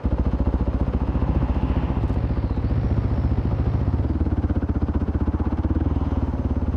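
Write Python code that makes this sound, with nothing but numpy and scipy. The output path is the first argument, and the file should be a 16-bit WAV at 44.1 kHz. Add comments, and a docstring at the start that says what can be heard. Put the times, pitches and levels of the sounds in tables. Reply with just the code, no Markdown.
"""Single-cylinder motorcycle in town, from the rider's seat.

It thumps near idle, then pulls gently: each firing rings the exhaust and rattles the engine.
A V-twin revs beside it and draws ahead with a gear whine. Oncoming cars pass with tyre noise and
engine drone over distant traffic. Thin whistles come and go; a gear goes in with a few clacks."""
import sys
import numpy as np
from scipy import signal
from scipy.fft import rfft, irfft, next_fast_len
from scipy.io import wavfile
from scipy.ndimage import uniform_filter1d

SR = 44100
rng = np.random.default_rng(int(sys.argv[2]) if len(sys.argv) > 2 else 0)


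def to_wav(sig):
    """Store sig (one row per channel, or 1-D mono) as 16-bit WAV at the path in sys.argv[1].

    Samples outside -1..1 are clipped; the rate is SR.
    """
    pcm = np.clip(np.atleast_2d(sig), -1, 1) * 32767
    pcm = np.round(pcm).astype(np.int16)
    wavfile.write(sys.argv[1], SR, pcm.T)  # frames by channels


N = 298116

# own engine; sags as the clutch bites, climbs with two throttle pulls: t/s, firing rate/Hz
FIRING_RATE = [(0.0, 14.16), (0.77, 14.84), (0.99, 14.5), (1.84, 14.84), (3.28, 14.89), (3.7, 13.23),
               (4.07, 19.27), (4.56, 15.46), (5.07, 15.34), (5.63, 16.56), (5.84, 20.23), (6.34, 17.7),
               (6.76, 17.06)]
# t/s, opening (0-1)
THROTTLE = [(0, 0), (3.8, 0.25), (4.08, 0.88), (4.6, 1), (5.81, 1), (5.87, 0.4), (6.76, 0.3)]
# louder start easing off: t/s, transition/s, extra thump/dB, extra clatter/dB
EARLY_BOOST = (1.9, 0.29, 2.1, 2.3)
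# shut, slight, open throttle: silencer boom and pipe ring (f/Hz, width/Hz, level/dB each),
# plain puff/dB, share of steep front
EXHAUST_STATES = [((62.5, 28, -0.5), (274, 30, -5.8), -8.6, .045), ((74, 47, 2.6), (267, 27, 0),
                  -13.5, .015), ((74, 40, -0.3), (278, 52, -3.8), -13, .034)]
# same states; short pipe echoes that colour each thump, some inverted: delay/s, signed share
PIPE_ECHOES = [
    [(.0071, -0.43), (.0121, 0.21), (.0159, 0.3)],
    [(.0054, 0.29), (.0087, 0.59), (.0146, 0.15)],
    [(.0077, -0.82), (.0130, 0.24), (.0165, 0.25)],
]
# hot gas carries sound faster, raising the ring: t/s, pitch factor
PIPE_HEAT = [(0, 1.0), (3.7, 1.0), (4.15, 1.07), (4.6, 1.0), (5.1, 1.01), (5.6, 1.07), (5.9, 1.08),
             (6.15, 1.04), (6.4, 1.0), (6.76, .975)]
# cases knock harder for the first second, then ease off: t/s, level/dB
KNOCK_BOOST = [(0, 1.5), (0.8, 1.5), (1.2, 0)]
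# resonances: f/Hz, width/Hz, relative level/dB
CASE_MODES = [(356, 7, -12.5), (427, 6.3, -1.5), (508, 28, 0.5), (563.3, 17, 0), (738, 23, -6.5),
              (855, 23, -6), (946, 41, -14), (1415, 24, -16)]
FIN_MODES = [(2170, 150, -1), (2720, 200, -2), (3080, 200, -2), (3850, 150, -8), (4200, 240, -4),
             (4960, 280, -6), (5530, 130, -12), (5880, 130, -12), (6200, 180, -13), (6760, 180, -21),
             (7470, 250, -22), (8070, 280, -19), (9660, 500, -25), (10220, 300, -24)]
TWIN_SILENCER_MODES = [(30, 17, -6), (105, 55.6, -1), (275, 180, -21)]
# rasp bands: f/Hz, width/Hz
INTAKE_MODES = [(1260, 64), (1470, 230)]
# V-twin idles, is blipped, pulls past, settles: t/s, cycle rate/Hz
TWIN_RATE = [(0, 12.1), (1.92, 11), (2.08, 20.5), (2.25, 23.6), (2.4, 22.3), (2.59, 18.5), (2.7, 23.2),
             (2.79, 26.8), (2.92, 26.7), (3.08, 25.4), (3.33, 25.2), (3.55, 26.3), (3.76, 26.6),
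             (3.98, 25.4), (4.25, 20.7), (4.8, 17.3), (6.76, 17.2)]
# t/s, distance ahead of the rider/m
TWIN_AHEAD = [(0, -0.5), (1.8, 0), (2.1, 1), (2.5, -0.95), (2.85, 1), (3.75, 1.52), (4.3, 3), (5.7, 4),
              (6.76, 2)]
# idling, revved, pulling: cycle rate/Hz, base exhaust level/dB, base hiss level/dB (both at 1 m)
TWIN_STATES = [(12.1, -28, -52.5), (22, -25, -45.5), (26.8, -22.5, -43)]
# gear whine flares with load changes: t/s, half length/s, level/dB
WHINE_FLARES = [(2.47, .14, -58.5), (2.67, 0.04, -62), (2.93, .16, -64), (3.25, .13, -62),
                (3.72, .28, -67.5), (4.12, .14, -68)]
# closest approach t/s, approach/s, tyre roar/dB, tread hiss/dB, hiss pitch factor, song/dB, drone/dB
CAR_PASSES = [(1.301, 0.35, -47.5, -56.5, 1.0, -44.5, -32.5), (1.8, 0.38, -41, -47, 1.0, -43, -30.5),
              (5.48, 0.4, -44, -71.5, 1.0, -47, -46.5), (6.12, 0.33, -43.5, -56.5, 1.12, -54.5, -38.5)]
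# tread block song: f/Hz, relative level/dB
TREAD_TONES = [(860, -1.5), (1010, -2.5)]
# start/s, end/s, f/Hz, level/dB
WHISTLES = [(0, 1.6, 6530, -77), (4.3, 5.8, 6130, -77), (4.72, 5.0, 4994, -70), (5.8, 7.0, 6200, -72.5)]
# t/s, level before filtering/dB
GEAR_CLACKS = [(2.029, -47), (2.078, -45.5), (2.092, -45), (2.127, -47), (2.139, -47.5)]
# noise spectra: f/Hz, relative level/dB
GAS_SPECTRUM = [(120, -31), (250, 0.5), (390, -3.5), (520, -5.5), (720, -11.5), (880, -12), (1250, -14),
                (1900, -28), (2800, -28.5), (4200, -38.5), (5200, -44.5), (7000, -60.5), (10000, -60.5),
                (15000, -70)]
VALVE_SPECTRUM = [(300, 8), (1000, 4.5), (2000, -9), (4800, -22), (7500, -39), (15000, -63.5)]
TWIN_HISS_SPECTRUM = [(150, -2.5), (380, -4), (530, 18.5), (720, -3.5), (1150, 9), (1500, 3.5), (1900, 7),
                      (2500, 0), (3400, -6), (4500, -6.5), (5500, -15.5), (7000, -67), (10500, -74),
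                      (15000, -72.5)]
TRAFFIC_SPECTRUM = [(15, -10), (45, -11.5), (90, -3.5), (170, -4.5), (300, -14.5), (420, -14), (850, -14.5),
                    (1500, -27.5), (2700, -48), (3600, -53), (5400, -48), (7000, -56.5), (10000, -63.5),
                    (15000, -68.5)]
TYRE_ROAR_SPECTRUM = [(100, -10.5), (400, -11.5), (680, -4.5), (820, 7), (1040, 3), (1250, -5), (2500, -25),
                      (6000, -75), (15000, -66.5)]
TREAD_HISS_SPECTRUM = [(700, -14.5), (1300, -7), (1700, 7), (2250, 2.5), (2700, 8.5), (3300, -2.5),
                       (3900, -10), (5300, -15.5), (7000, -30.5), (15000, -47.5)]
CAR_DRONE_SPECTRUM = [(30, -41.5), (100, -22.5), (120, -8), (135, -2.5), (150, -24.5), (166, -1.5),
                      (185, -29.5), (208, -7), (235, -35.5), (260, -12), (320, -21), (3000, -120)]


def undb(db):
    """Decibels to gain."""
    return 10 ** (np.asarray(db) / 20)


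def level(x, db):
    """Scale to an rms level."""
    return x * undb(db) / np.sqrt(np.mean(x ** 2))


def curves(table):
    """Each column after t/s, at every sample."""
    times_s, *columns = np.transpose(table)
    return [np.interp(np.arange(N) / SR, times_s, column) for column in columns]


def shape(x, response):
    """Filter by a function of f/Hz."""
    size = next_fast_len(N + SR // 2)
    f = np.maximum(np.fft.rfftfreq(size, 1 / SR), 1e-3)
    return irfft(rfft(x, size) * response(f), size)[:N]


def colour(x, spectrum):
    """Filter by a spectrum table, to rms 1."""
    hz, db = np.transpose(spectrum)
    return level(shape(x, lambda f: undb(np.interp(np.log(f), np.log(hz), db))), 0)


def noise(spectrum):
    """Coloured noise, rms 1."""
    return colour(rng.standard_normal(N), spectrum)


def resonance(f, hz, width_hz):
    """One resonance, gain 1 at its centre."""
    return 1 / (1 + 1j * (f * f - hz * hz) / (f * width_hz))


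def ring_modes(x, modes, order):
    """Drive parallel resonances, each cascaded `order` times."""
    return shape(x, lambda f: sum(undb(db) * resonance(f, hz, width) ** order for hz, width, db in modes))


def walk(rate_hz):
    """Smooth random drift, spread near 1."""
    hold = max(int(SR / rate_hz), 1)
    steps = np.repeat(rng.standard_normal(N // hold + 1), hold)
    return 1.3 * uniform_filter1d(uniform_filter1d(steps, hold), hold)[:N]


def narrow_band(phase_rad, spread_hz):
    """Tone spread into a band by wandering strength and phase."""
    return (np.sin(phase_rad) * walk(spread_hz) + np.cos(phase_rad) * walk(spread_hz)) / np.sqrt(2)


def impulses(cycles, scatter_db):
    """One impulse of random strength per whole cycle."""
    at = np.flatnonzero(np.diff(np.floor(cycles)))
    kicks = np.zeros(N)
    kicks[at] = undb(scatter_db * rng.standard_normal(len(at)))
    return kicks


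def swell(cycles, lead, depth):
    """One hump per cycle, peaking `lead` cycles before the exhaust puff."""
    return np.exp(depth * np.cos(2 * np.pi * (cycles + lead)) - depth ** 2 / 4)


def exhaust_response(f, state, echoes, heat, puff_s=0.00086, crack_hz=553):
    """One gas puff runs back and forth in the pipe and swells the silencer's two chambers."""
    (boom_hz, boom_width_hz, boom_db), (ring_hz, ring_width_hz, ring_db), puff_db, crack_share = state
    area = puff_s * SR * np.sqrt(2 * np.pi)
    puff = np.exp(-.5 * (2 * np.pi * f * puff_s) ** 2)
    crack = crack_share * (f / crack_hz) ** 2 * np.exp(1 - (f / crack_hz) ** 2)
    silencer = undb(boom_db) * resonance(f, boom_hz, boom_width_hz) ** 2
    pipe = undb(puff_db) + undb(ring_db) * resonance(f / heat, ring_hz, ring_width_hz)
    returns = sum(share * np.exp(-2j * np.pi * f * delay_s / heat) for delay_s, share in echoes)
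    return area * (puff * silencer + (puff + crack) * pipe * (1 + returns))


def exhaust_thumps(kicks, throttle, octaves, boom_edge_hz=100, boom_db_per_octave=-9.5):
    """Each firing sounds the pipe at the current throttle and heat; the boom thins with speed."""
    size, lead = 8192, 256
    f = np.maximum(np.fft.rfftfreq(size, 1 / SR), 1e-3)
    heat, = curves(PIPE_HEAT)
    out = np.zeros(N + size)
    for at in np.flatnonzero(kicks):
        shares = np.maximum(1 - np.abs(2 * throttle[at] - np.arange(len(EXHAUST_STATES))), 0)
        response = sum(share * exhaust_response(f, state, echoes, heat[at])
                       for share, state, echoes in zip(shares, EXHAUST_STATES, PIPE_ECHOES) if share)
        out[at:at + size] += kicks[at] * np.roll(irfft(response), lead)
    thumps = out[lead:lead + N]
    boom = shape(thumps, lambda f: 1 / (1 + (f / boom_edge_hz) ** 4))
    return thumps + boom * (undb(boom_db_per_octave * octaves) - 1)


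def gas_rush(cycles, throb):
    """Gritty gas noise throbs each cycle, treble ahead of the puff."""
    grit = noise(GAS_SPECTRUM) * undb(2.2 * walk(250) + 0.8 * walk(13))
    low = shape(grit, lambda f: 1 / (1 + (f / 1700) ** 4))
    treble = (grit - low) * swell(cycles, lead=.125, depth=0.95 * throb)
    return undb(-40.5) * (low * swell(cycles, lead=0.0044, depth=throb) + treble)


def piston_slap(cycles, decay_s=.009):
    """The piston knocks on the bore as the charge fires."""
    slaps = shape(impulses(cycles + .2, scatter_db=3.0), lambda f: 1 / (1 + 2j * np.pi * f * decay_s))
    return level(shape(slaps * rng.standard_normal(N), lambda f: resonance(f, 930, 270) ** 2), -56.0)


def engine_rattle(cycles, throttle, decay_s=0.0066):
    """Combustion and a valve strike the cases before the puff; the valve seats after it."""
    blows = impulses(cycles + .19, scatter_db=1.0)
    blows += 0.47 * impulses(cycles + 0.091, scatter_db=1.7)
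    blows += 0.7 * impulses(cycles - .24, scatter_db=1.0)
    spray = shape(blows, lambda f: 1 / (1 + 2j * np.pi * f * decay_s)) * rng.standard_normal(N)
    valves = undb(-53.5 + 2.7 * throttle) * colour(spray, VALVE_SPECTRUM)
    blunt_blows = shape(level(blows, 0) + level(spray, -1), lambda f: 1 / (1 + (f / 1600) ** 4))
    cases = level(ring_modes(blunt_blows, CASE_MODES, order=1), -41.5)
    boost_db, = curves(KNOCK_BOOST)
    slack = 1 - 0.66 * throttle  # loose parts rattle most off load
    return (cases + piston_slap(cycles)) * undb(boost_db) * slack + valves


def cooling_fins(cycles, throttle, throb):
    """Valve-gear chatter rings fins and covers, in pulses that deepen under load."""
    chatter = rng.standard_normal(N) * undb(3.4 * walk(300)) * swell(cycles, lead=0.18, depth=1.2 * throb)
    return level(ring_modes(chatter, FIN_MODES, order=2), -64.5) * undb(-2.2 * throttle)


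def intake_rasp(cycles, throttle):
    """The intake rasps in two bands, pulsing each cycle, as the throttle opens."""
    rasp = shape(rng.standard_normal(N), lambda f: sum(resonance(f, *mode) ** 2 for mode in INTAKE_MODES))
    return level(rasp, -53.0) * throttle ** 3 * swell(cycles, lead=0.05, depth=1.5)


def airbox(cycles, throttle):
    """On open throttle a gulp of air rings the airbox just before each thump."""
    gulps = -impulses(cycles + 0.1002, scatter_db=2.5) * throttle ** 2
    return level(shape(gulps, lambda f: resonance(f, 265, 110) / (1 + (f / 450) ** 2)), -41.0)


def own_bike(idle_hz=14.7, throb_shut=.42, throb_open=.95):
    """Single cylinder: one thump per firing; with speed, thumps gain and clatter recedes."""
    rate_hz, = curves(FIRING_RATE)
    throttle, = curves(THROTTLE)
    cycles = .198 + np.cumsum(rate_hz) / SR
    octaves = np.log2(rate_hz / idle_hz)
    ease_s, transition_s, extra_thump_db, extra_clatter_db = EARLY_BOOST
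    early = (1 - np.tanh((np.arange(N) / SR - ease_s) / transition_s)) / 2
    thump_db = -2.5 + 6.5 * octaves + extra_thump_db * early
    clatter_db = -0.58 - 2.5 * octaves + extra_clatter_db * early
    throb = throb_shut + (throb_open - throb_shut) * throttle ** 2
    kicks = impulses(cycles, scatter_db=0.85) * undb(thump_db)
    clatter = gas_rush(cycles, throb) + intake_rasp(cycles, throttle)
    clatter += engine_rattle(cycles, throttle) + cooling_fins(cycles, throttle, throb)
    return exhaust_thumps(kicks, throttle, octaves) + clatter * undb(clatter_db) + airbox(cycles, throttle)


def v_twin(gap_cycles=.4375, side_m=1.28, tailpipe_behind_m=0.79, bark_db=1.5, bark_hz_per_s=46):
    """Uneven firing pairs growl in the silencer, louder as it pulls and nears, with hiss and whine."""
    rate_hz, = curves(TWIN_RATE)
    ahead_m, = curves(TWIN_AHEAD)
    engine_m = np.hypot(ahead_m, side_m)
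    tailpipe_m = np.hypot(ahead_m - tailpipe_behind_m, side_m)
    state_hz, *levels_db = np.transpose(TWIN_STATES)
    exhaust_gain, hiss_gain = (undb(np.interp(rate_hz, state_hz, db)) for db in levels_db)
    accel_hz_per_s = uniform_filter1d(np.gradient(rate_hz) * SR, size=SR // 10)
    bark = undb(bark_db * np.maximum(np.tanh(accel_hz_per_s / bark_hz_per_s), 0))
    cycles = np.cumsum(rate_hz * (1 + .006 * walk(30))) / SR
    puffs = impulses(cycles, scatter_db=1.7) + impulses(cycles - gap_cycles, scatter_db=1.7)
    growl = level(ring_modes(puffs, TWIN_SILENCER_MODES, order=2), 0)
    hiss = noise(TWIN_HISS_SPECTRUM) * (1 + 0.35 * np.cos(4 * np.pi * cycles))
    return growl * exhaust_gain * bark / tailpipe_m + hiss * hiss_gain / engine_m + gear_whine(cycles)


def distant_traffic():
    """Low hum, level drifting slightly."""
    return undb(-38.0 + walk(3.7)) * noise(TRAFFIC_SPECTRUM)


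def whistles(fade_s=0.14):
    """Thin, airy whistles come and go high above the engine."""
    t = np.arange(N) / SR
    out = 0
    for start_s, end_s, hz, db in WHISTLES:
        gate = (np.tanh((t - start_s) / fade_s) - np.tanh((t - end_s) / fade_s)) / 2
        out += undb(db) * gate * narrow_band(2 * np.pi * hz * t, spread_hz=370)
    return out


def oncoming_cars(recede_share=0.53, doppler_share=.012):
    """Tyres and engines swell, then fade faster; the tread blocks' song sinks in passing."""
    t = np.arange(N) / SR
    roar, drone = noise(TYRE_ROAR_SPECTRUM), noise(CAR_DRONE_SPECTRUM)
    out = 0
    for closest_s, approach_s, roar_db, hiss_db, pitch, song_db, drone_db in CAR_PASSES:
        along = (t - closest_s) / (approach_s * np.where(t < closest_s, 1, recede_share))
        nearness = 1 / (1 + along ** 2)
        hiss = noise([(hz * pitch, db) for hz, db in TREAD_HISS_SPECTRUM])
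        doppler_s = np.cumsum(1 - doppler_share * along * np.sqrt(nearness)) / SR
        tones = sum(undb(db) * narrow_band(2 * np.pi * hz * doppler_s, spread_hz=85)
                    for hz, db in TREAD_TONES)
        song = undb(song_db) * nearness * level(tones, 0)
        out += nearness * (undb(roar_db) * roar + undb(hiss_db) * hiss + song + undb(drone_db) * drone)
    return out


def gear_clacks(rise_s=.003):
    """A gear goes in with a few gritty metal clacks."""
    t = np.arange(N) / SR
    envelope = 0
    for start_s, db in GEAR_CLACKS:
        age = np.maximum(t - start_s, 0) / rise_s
        envelope += undb(db) * age * np.exp(1 - age)
    return shape(envelope * rng.standard_normal(N), lambda f: resonance(f, 2700, 4200) ** 2)


def gear_whine(cycles, teeth_per_cycle=206):
    """The V-twin's mesh tone, spread into a band by uneven tooth contact, in brief flares."""
    t = np.arange(N) / SR
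    flares = sum(undb(db) * np.exp(-((t - peak_s) / half_s) ** 2) for peak_s, half_s, db in WHINE_FLARES)
    mesh = narrow_band(2 * np.pi * teeth_per_cycle * cycles, spread_hz=760)
    return mesh * undb(1.5 * walk(25)) * flares


def scene():
    """Mono sum at the rider."""
    return (own_bike() + v_twin() + distant_traffic() + oncoming_cars() + gear_clacks() + whistles())[None]


def record(dry):
    """A small microphone loses the deepest bass and the top."""
    low_hz, top_hz = 33, 15000
    thinned = signal.sosfilt(signal.butter(2, low_hz, "high", fs=SR, output="sos"), dry)
    return signal.sosfilt(signal.ellip(8, .2, 70, top_hz, fs=SR, output="sos"), thinned)


dry = scene()
out = record(dry)
to_wav(out)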